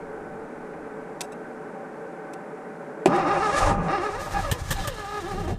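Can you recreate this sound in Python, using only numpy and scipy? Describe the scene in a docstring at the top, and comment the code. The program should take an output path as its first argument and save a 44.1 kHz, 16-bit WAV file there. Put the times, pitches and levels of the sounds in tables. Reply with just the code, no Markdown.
"""An open engine bay: a blower hums over air hiss and a fading rumble (coloured noise), and relays click
(bouncing contacts ring their cases). The starter then cranks a V8 that coughs but will not run: the blower
sags, and pinion teeth knock on the ring gear, faster and slower as cylinders come up on compression or half
fire. Gears grind, the nose rattles, the block shudders, the intake sucks (noise bands) and the exhaust thuds
(damped pressure dips); from 4.5 s the intake spits back three times (noise blasts on low pushes)."""
import sys
import numpy as np
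from scipy import signal
from scipy.fft import rfft, irfft, next_fast_len
from scipy.io import wavfile

SR = 44100
rng = np.random.default_rng(int(sys.argv[2]) if len(sys.argv) > 2 else 0)


def store_wav(level_fs):
    """Save 16-bit WAV to argv[1]."""
    pcm = np.round(np.clip(np.atleast_2d(level_fs), -1, 1) * 32767)
    wavfile.write(sys.argv[1], SR, pcm.T.astype(np.int16))


N = 246078
T = np.arange(N) / SR
STARTER_ON_S = 3.057

# cranking noise: (time [s], gear grind level [dB], intake hiss level [dB])
CRANKING_LEVELS = [(3.09, -32, -49), (3.13, -25.5, -47), (3.39, -27.5, -41), (3.54, -30.5, -35),
                   (3.59, -25.5, -31), (3.7, -22.5, -34), (3.77, -30, -58), (3.89, -28.5, -50),
                   (3.97, -32.5, -47.5), (4.16, -36.5, -44), (4.22, -40, -40.5), (4.36, -37, -40),
                   (4.5, -44, -43.5), (4.59, -42.5, -43), (4.78, -56, -39.5), (4.98, -47.5, -45),
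                   (5.47, -44.5, -47), (5.51, -50, -42), (5.58, -51.5, -73)]
# modes of the bell housing, before each source scales them: (frequency [Hz], width [Hz], rise [dB])
HOUSING_MODES = [(295, 34, 10), (350, 25, 8.5), (417.9, 12.3, 6.5), (565, 130, 11), (670, 120, -1),
                 (791.6, 49.4, 9.5), (942, 18, 5), (1047, 34, 2.5), (1224, 102, 7.5), (1387, 21, -3),
                 (1484, 294, 0.5), (1689, 49, 6), (2060, 60, 3), (2310, 60, 4), (2490, 94, 8.5),
                 (2656, 40, 6.5), (2775, 93, 8), (2940, 66, 7), (3280, 36, 10.5), (3720, 200, 11),
                 (4210, 360, 8)]


def amp(db):
    """Logarithmic level law: decibels to amplitude gain."""
    return 10 ** (np.asarray(db) / 20)


def rms_one(x):
    """Power normalisation: scales a signal to rms 1."""
    return x / np.sqrt(np.mean(x ** 2) + 1e-20)


def in_time(rows):
    """Linear interpolation: each column of a table at every sample, against its first column of times."""
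    s, *columns = np.transpose(rows)
    return [np.interp(T, s, column) for column in columns]


def noise():
    """White noise: independent Gaussian samples of rms 1."""
    return rng.standard_normal(N)


def drift(rate_hz):
    """Low-passed chance: two equal poles leave a slow random signal of rms 1."""
    pole = np.exp(-2 * np.pi * rate_hz / SR)
    settling = SR   # samples discarded while the filter settles
    slow = signal.lfilter([1], [1, -2 * pole, pole * pole], rng.standard_normal(N + settling))
    return rms_one(slow[settling:])


def colour(x, spectrum, peaks=()):
    """Minimum-phase filtering: a broad spectrum with resonant rises; white noise of rms 1 stays at rms 1."""
    size = 2 * next_fast_len(N // 2 + SR // 4)
    hz = np.fft.rfftfreq(size, 1 / SR) + 1   # the offset avoids log(0)
    corner_hz, corner_db = np.transpose(spectrum)
    db = np.interp(np.log(hz), np.log(corner_hz), corner_db)
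    for centre_hz, width_hz, rise_db in peaks:
        db = db + rise_db / (1 + (2 * (hz - centre_hz) / width_hz) ** 2)
    cepstrum = irfft(np.log(rms_one(amp(db))), size)
    cepstrum[1:size // 2] *= 2      # folding the cepstrum gives the minimum phase
    cepstrum[size // 2 + 1:] = 0
    return irfft(rfft(x, size) * np.exp(rfft(cepstrum)), size)[:N]


def band(x, order, edges_hz, kind="band"):
    """Butterworth filtering: a pass band without ripple."""
    return signal.sosfilt(signal.butter(order, edges_hz, kind, fs=SR, output="sos"), x)


def ring(x, modes):
    """Modal superposition: each mode is a two-pole resonator that decays by 60 dB in its t60."""
    out = 0
    for hz, level_db, t60 in modes:
        pole, turn = amp(-60 / (t60 * SR)), 2 * np.pi * hz / SR
        poles = [1, -2 * pole * np.cos(turn), pole * pole]
        out = out + amp(level_db) * signal.lfilter([0, np.sin(turn)], poles, x + 1e-18)
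    return out


def burst(start, length, rise):
    """Transient envelope: exponential growth over a share of its length, then Gaussian decay."""
    u = np.clip(T - start, 0, None) / length
    return (1 - np.exp(-u / rise)) * np.exp(-u ** 2)


def swell(start, length, early):
    """Squared-sine envelope: an arch over its length, its peak moved early by an exponent below 1."""
    return np.sin(np.pi * np.clip((T - start) / length, 0, 1) ** early) ** 2


def starter_gate():
    """Onset envelope: a linear rise over 19 ms once the starter is switched on."""
    return np.clip((T - STARTER_ON_S) / 0.019, 0, 1)


def held_back():
    """Compression work: the share of crank speed lost builds up to each compression, then lets go."""
    # (slowest moment [s], share of speed lost [0-1])
    compressions = [(3.254, 0.31), (3.38, 0.21), (3.488, 0.2), (4.003, 0.19), (4.109, .17), (5.049, 0.05),
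                    (5.237, 0.22), (5.35, 0.14), (5.453, 0.27)]
    slowing_s, recovery_s = .05, .045   # before and after the slowest moment
    lost = 0
    for s, share in compressions:
        distance = np.where(T < s, (s - T) / slowing_s, (T - s) / recovery_s)
        lost = np.maximum(lost, share * (1 - np.clip(distance, 0, 1)))
    return lost


def far_rumble():
    """Low-frequency broadband noise: a rumble outside that fades."""
    # fading: (time [s], level [dB])
    fading = [(0, -53), (1.5, -66), (3.05, -74)]
    # spectrum: (frequency [Hz], relative density [dB])
    spectrum = [(15, 3), (30, -2), (100, -0.5), (130, -18), (600, -102)]
    return amp(in_time(fading)[0]) * colour(noise(), spectrum)


def air():
    """Stationary noise: the faint steady hiss of air and microphone."""
    # spectrum: (frequency [Hz], relative density [dB])
    spectrum = [(1760, -25), (3000, -27), (3380, -9.5), (4820, -8.5), (7600, -7.5), (9830, -9.5),
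                (13300, -24), (14500, -66)]
    return amp(-67.5) * colour(noise(), spectrum)


def blower():
    """Duct resonance: turbulent air excites it; the fan sags when the starter draws the battery down."""
    # turbulence: (frequency [Hz], relative density [dB])
    turbulence = [(59, -95), (100, -33), (153, -6.5), (342, -4), (379, -9.5), (432, -4.5), (507, -12.5),
                  (680, -16), (775, -9.5), (1040, -14.5), (1500, -14.5), (2350, -26), (2750, -34.5),
                  (3300, -41), (6000, -61.5)]
    # duct resonances: (frequency [Hz], width [Hz], rise [dB])
    duct = [(174.4, 6.7, 4.5), (245.3, 3.2, 7.5), (440.2, 39, 9), (574, 120, 12), (773, 27, 7),
            (867, 330, 2), (1527, 41, 8.5)]
    level_db, sag_db = -37, -19.5
    sag = np.clip((T - STARTER_ON_S) / 0.16, 0, 1)   # complete in 0.16 s
    unsteady = noise() * amp(0.45 * drift(39))
    return amp(level_db + sag_db * sag) * colour(unsteady, turbulence, duct)


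def relays():
    """Impact excitation: contacts bounce in uneven chatter that rings the case; armatures knock brackets."""
    # relays and starter solenoid, levels before filtering and ringing:
    # (time [s], chatter level [dB], chatter length [s], case strike level [dB], bracket knock level [dB])
    clicks = [(1.207, -5, 0.0026, -42, -26), (1.2113, -7.5, 0.0055, -36, -39),
              (1.219, -26, 0.0072, -65, -40), (1.228, -40, 0.022, -55, -32),
              (1.3194, -46, 0.012, -54.5, -55), (2.332, -28, 0.0085, -54, -30),
              (3.0572, -8, 0.0036, -53, -3.5), (3.058, -19, 0.017, -71, -10.5),
              (3.159, -30, 0.0099, -51, -21), (5.474, -52, 0.0096, -54, -18),
              (5.484, -58, 0.049, -79, -26.5)]
    # modes of the case: (frequency [Hz], level [dB], t60 [s])
    case = [(975, -10, .17), (2700, -3, .022), (3890, -9, .012), (5450, -8, .008), (6300, -6, .01),
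            (7880, -4, .01), (9500, -8, .008)]
    # modes of the bracket, before a common cut of 16 dB: (frequency [Hz], level [dB], t60 [s])
    bracket = [(380.5, -4, 0.075), (726, 1.5, 0.019), (950, -14.5, 0.026), (1870, 3.5, 0.0024),
               (2520, 0.5, 0.006)]
    bounces_per_s = 9000.0
    bounces = noise() * (rng.random(N) < bounces_per_s / SR)
    chatter, strikes, knocks = np.zeros((3, N))
    for s, chatter_db, length, strike_db, knock_db in clicks:
        chatter += amp(chatter_db) * burst(s, length, 0.96) * bounces
        strikes += amp(strike_db) * burst(s, length, 0.14) * bounces
        knocks += amp(knock_db) * burst(s, length, 0.25) * bounces
    blunt = band(knocks, 2, [220, 1500])   # a blunt blow on a small bracket
    crack = band(chatter, 3, [1800, 9500])
    return ring(strikes, case) + crack + amp(-16) * ring(blunt, bracket)


def thuds(cycles):
    """Damped oscillation: half-fired cylinders dip the exhaust pressure; the rebound dies in a few cycles."""
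    # (time [s], level before the envelope [dB], pitch [Hz])
    half_firings = [(3.63, -18, 35.6), (3.673, -19, 37.06), (3.694, -35, 71.15), (4.336, -18.5, 38.95),
                    (4.498, -23, 55), (4.615, -20.5, 75), (4.633, -29, 61), (4.742, -22, 45),
                    (4.773, -35, 35), (4.805, -26, 25.2), (5.522, -33, 60)]
    out = 0
    for s, db, hz in half_firings:
        turns = np.clip(T - s, 0, None) * hz
        envelope = (1 - np.exp(-6.0 * turns)) * np.exp(-turns / cycles)
        out = out - amp(db) * np.sin(2 * np.pi * turns) * envelope
    return out


def exhaust_throb():
    """Low-frequency pressure noise: the exhaust throbs at a varying level."""
    # (time [s], level [dB])
    levels = [(3.13, -57), (3.23, -46), (3.54, -45), (3.7, -24.5), (3.77, -28), (3.88, -40), (4.1, -45.5),
              (4.22, -39.5), (4.4, -33.5), (4.6, -35.5), (4.8, -35.5), (5.04, -41.5), (5.15, -44.5),
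              (5.47, -32), (5.58, -33)]
    # spectrum: (frequency [Hz], relative density [dB])
    spectrum = [(15, -33), (32, 4), (60, -14.5), (88, -0.5), (130, -9), (600, -101)]
    return starter_gate() * amp(in_time(levels)[0]) * colour(noise(), spectrum)


def block_shudder():
    """Mount vibration: low noise shivers continuously, and each jolt of the block rises, holds and dies."""
    # shiver between jolts: (time [s], level [dB])
    shiver = [(3.1, -27), (3.3, -37.5), (4.0, -48), (4.5, -46), (5.05, -50.5), (5.2, -48), (5.4, -40.5),
              (5.58, -44)]
    # jolts on the mounts: (time [s], level [dB], time from onset to decay [s])
    jolts = [(3.07, -31, 0.036), (3.68, -29.5, 0.22), (3.93, -32, 0.0089), (4.34, -46, 0.062),
             (4.515, -30, 0.011), (4.61, -44, 0.016), (4.7, -48, 0.146), (5.321, -42, 0.097),
             (5.485, -32, 0.061)]
    # spectrum: (frequency [Hz], relative density [dB])
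    spectrum = [(60, -17), (110, -19), (140, 5), (175, 13.5), (205, 4), (275, 0), (330, -3), (500, -1),
                (2000, -100)]
    rise_s, fall_s = 0.011, 0.0056
    strength = amp(in_time(shiver)[0])
    for s, db, held in jolts:
        rise = np.clip((T - s) / rise_s, 0, 1)
        strength = strength + amp(db) * rise * np.exp(-np.clip(T - s - held, 0, None) / fall_s)
    return starter_gate() * strength * colour(noise(), spectrum)


def intake():
    """Flow noise: air hisses through the carburettor, less while the crank is held back, with a thin leak."""
    # hiss spectrum: (frequency [Hz], relative density [dB])
    hiss_spectrum = [(1290, -1), (2200, -6), (2730, -11), (3360, -9), (4810, -10), (6210, -9), (9470, -14),
                     (11500, -26.5), (15000, -71), (22000, -120)]
    # the carburettor throat sings faintly: (frequency [Hz], width [Hz], rise [dB])
    throat = [(1705, 60, 13)]
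    # leak spectrum: (frequency [Hz], relative density [dB])
    leak_spectrum = [(8000, -64), (11000, -16), (13000, -2), (14500, -16), (15600, -10)]
    # thin leak above the hiss in frequency: (time [s], level against the hiss [dB])
    leak_over_hiss = [(3.54, -44), (3.59, -25), (3.7, -32), (3.77, -33), (4.16, -24), (4.24, -15),
                      (4.36, -18), (4.9, -19), (5.5, -17)]
    held_db = -11   # change per whole share of speed lost
    _, hiss_db = in_time(CRANKING_LEVELS)
    leak_db = hiss_db + in_time(leak_over_hiss)[0]
    gusts_db = 2.2 * drift(16) + held_db * held_back()
    hiss = amp(hiss_db + gusts_db) * colour(noise(), hiss_spectrum, throat)
    leak = amp(leak_db + gusts_db) * colour(noise(), leak_spectrum)
    return starter_gate() * (hiss + leak)


def spits(ragged_db):
    """Pulsed jet noise: gas spat back through the intake, a ragged blast riding on a low pressure push."""
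    # (time [s], blast level before a cut of 10.5 dB [dB], rise [s], fall [s], push level [dB], push pitch [Hz])
    blasts = [(4.5133, -10, 0.0021, 0.011, -17, 105), (4.703, -13, 0.018, 0.012, -23, 124),
              (4.873, -15.5, 0.0046, 0.0096, -23.5, 109)]
    # gas noise: (frequency [Hz], relative density [dB])
    spectrum = [(90, -32), (180, -4), (300, 0.5), (688, -4), (1710, -3.5), (2390, -8.5), (3210, 1),
                (4330, -7), (8550, -4.5), (11200, -13), (14300, -7), (15800, -17)]
    # manifold runners: (frequency [Hz], width [Hz], rise [dB])
    runners = [(550, 98, 5), (884, 89, 9), (1145, 100, 10.5), (1770, 220, 13)]
    push_s = .026   # each rise time is added to this
    envelope, push = np.zeros((2, N))
    for s, db, rise, fall, push_db, hz in blasts:
        dying = np.exp(-np.clip(T - s - rise, 0, None) / fall)
        envelope += amp(db - 10.5) * np.where(T < s + rise, swell(s, 2 * rise, 0.63), dying)
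        push += amp(push_db) * swell(s, push_s + rise, 0.4) * np.sin(2 * np.pi * hz * (T - s))
    ragged = noise() * amp(ragged_db * drift(140))
    return envelope * colour(ragged, spectrum, runners) + push


def rattle():
    """Random impact excitation: the lightly loaded pinion rings the starter's nose, each mode in spells."""
    # level before load quiets it: (time [s], level [dB])
    levels = [(3.1, -53), (3.6, -55), (3.78, -66), (4.2, -62), (4.45, -47.5), (4.62, -68), (4.8, -41),
              (5.0, -48.5), (5.3, -48), (5.5, -48), (5.57, -61)]
    # modes of the nose, before the sum is scaled to rms 1: (frequency [Hz], level [dB], t60 [s])
    nose = [(1197, -17, 0.037), (1717, -0.5, 0.054), (1816, -13, 0.028), (2120, -22, 0.026),
            (2530, -27, 0.036), (2760, -6, 0.049), (2870, -6.5, 0.028), (3125, -4.5, 0.046),
            (3240, -12, .025), (3584, -9.5, 0.1), (3900, -4, 0.029), (4240, -6, .025), (4950, -7, .02),
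            (5370, -9, .02), (6300, -25, .02)]
    knocks_per_s = 500
    held_db = -16   # load quiets the rattle: change per whole share of speed lost
    struck = rng.random(N) < knocks_per_s / SR
    rings = 0
    for mode in nose:
        uneven = struck * noise() * amp(1.4 * drift(21))
        rings = rings + ring(uneven, [mode])
    level_db = in_time(levels)[0] + held_db * held_back()
    return (T > STARTER_ON_S) * amp(level_db) * rms_one(rings)


def gear_grind():
    """Friction excitation: rough rubbing metal drives the modes of the bell housing."""
    # spectrum: (frequency [Hz], relative density [dB])
    spectrum = [(120, -53.5), (220, -25.5), (350, -13.5), (500, -8), (800, 1.5), (1200, -0.5), (1900, -11),
                (2700, -23.5), (4000, -51), (6000, -33), (12000, -110)]
    grind_db, _ = in_time(CRANKING_LEVELS)
    rubbing = amp(grind_db + 1.47 * drift(17)) * noise()
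    modes = np.array(HOUSING_MODES) * [1, 1, 1.4]   # long rubbing rings the modes higher
    return starter_gate() * colour(rubbing, spectrum, modes)


def pinion(jitter, runout, uneven_db, worn_db, scatter_db):
    """Gear-mesh impacts: one uneven knock per tooth, early or late; silent when the engine outruns it."""
    # one table for each spell of driving, before compression, scatter and a common lift of the soft knocks:
    # (time [s], unhindered tooth rate [Hz], knock level [dB], bite of hard contact against the knock [dB])
    mesh = [
        [(3.08, 249.7, -40.5, -9), (3.15, 365, -31, 3), (3.195, 386.7, -33, 8), (3.325, 408.4, -29.5, 4),
         (3.435, 440, -30, 8), (3.55, 560, -31, 8), (3.6, 673.8, -43, 14), (3.64, 886.3, -37, 8),
         (3.72, 875, -35, 8)],
        [(3.88, 253.5, -41.5, 13), (3.94, 408, -31.5, 8.5), (4.06, 435.2, -35.5, 4), (4.15, 457.5, -35.5, 4),
         (4.2, 554.6, -45.5, 7), (4.276, 650, -49, 10.5), (4.322, 914, -47.5, -6), (4.356, 835, -39.5, 11.5),
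         (4.398, 775, -36, 6), (4.422, 670, -45, 8), (4.45, 610, -37.5, 12), (4.485, 565.6, -36, -3),
         (4.505, 527.3, -44, 11.5), (4.55, 500, -40, 8), (4.6, 451, -54, -13)],
        [(4.75, 868.5, -57, 19), (4.785, 798.4, -41, 4.5), (4.82, 740, -44.5, -3), (4.85, 620, -49, 16),
         (4.883, 577.8, -39.5, -3), (4.95, 446, -45, -11), (5.0, 419, -44.5, 6), (5.09, 412, -46, 7.5),
         (5.18, 415.5, -39, 5), (5.296, 413, -37.5, -8), (5.405, 419.7, -37.5, -17), (5.496, 392, -39, -29),
         (5.53, 372, -64, -12)],
    ]
    # one tooth knock: (frequency [Hz], relative density [dB])
    spectrum = [(100, -56), (250, 4.5), (400, 3), (800, 0.5), (1200, -4), (1900, -9), (2700, -25),
                (3700, -35.5), (5500, -25), (12000, -100)]
    pinion_teeth = 9
    held_knock_db, held_bite_db = -21, -8   # change per whole share of speed lost
    soft, hard = np.zeros((2, N))
    wobble = drift(28)
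    uneven, scatter = uneven_db * drift(21), scatter_db * noise()
    lost = held_back()
    for rows in mesh:
        hz, level_db, bite_db = in_time(rows)
        hz = hz * (1 - lost)
        level_db = level_db + held_knock_db * lost
        bite_db = bite_db + held_bite_db * lost
        passed = np.cumsum(hz) / SR   # teeth gone by
        off_centre = np.sin(2 * np.pi * passed / pinion_teeth)   # once a turn it leads and presses harder
        slack = jitter * (hz / 400) ** 3.4   # unloaded at speed, the teeth rattle in their backlash
        loose = np.clip(hz / 400, 1, None) ** 1.2   # and strike less evenly
        teeth = np.floor(passed + slack * wobble + runout * off_centre)
        struck = np.diff(teeth, prepend=0) > 0
        engaged = np.clip(np.minimum(T - rows[0][0], rows[-1][0] - T) / 0.0039, 0, 1)
        strength = amp(level_db + uneven + scatter * loose + worn_db * off_centre)
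        knocks = engaged * strength * struck * np.sqrt(SR / hz)   # evens out power over tooth rate
        soft += knocks
        hard += knocks * amp(bite_db)
    overtones = band(hard, 3, 650, "high")
    modes = np.array(HOUSING_MODES) * [1, 1.3, 1.3]   # knocks are heard mostly where they meet a mode
    return colour(amp(5.5) * soft + overtones, spectrum, modes)


def bay(x, t60, wet_db, low_hz):
    """Reverberation: dense short reflections between block, wings and hood smear the upper partials."""
    t = T[:SR // 8]
    tail = rng.standard_normal(len(t)) * amp(-60 * t / t60) * (t > .001)
    tail = band(tail / np.sqrt(np.sum(tail ** 2)), 2, low_hz, "high")
    return x + amp(wet_db) * signal.fftconvolve(x, tail)[:N]


def scene():
    """Linear superposition: everything as one microphone in the bay hears it."""
    steady = far_rumble() + air() + blower()
    engine = thuds(cycles=1.0) + exhaust_throb() + block_shudder() + intake() + spits(ragged_db=1.5)
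    # jitter (at 400 teeth per second) and runout are shares of a tooth
    teeth = pinion(jitter=.034, runout=.03, uneven_db=1.8, worn_db=1.5, scatter_db=2.0)
    teeth = bay(teeth, t60=.05, wet_db=-1, low_hz=1500)
    return (steady + relays() + engine + rattle() + gear_grind() + teeth)[None]


def record(dry):
    """Band limitation: a steep low-pass, 90 dB down from 16400 Hz upward."""
    return signal.sosfilt(signal.cheby2(14, 90, 16400, fs=SR, output="sos"), dry)


dry = scene()
out = record(dry)
store_wav(out)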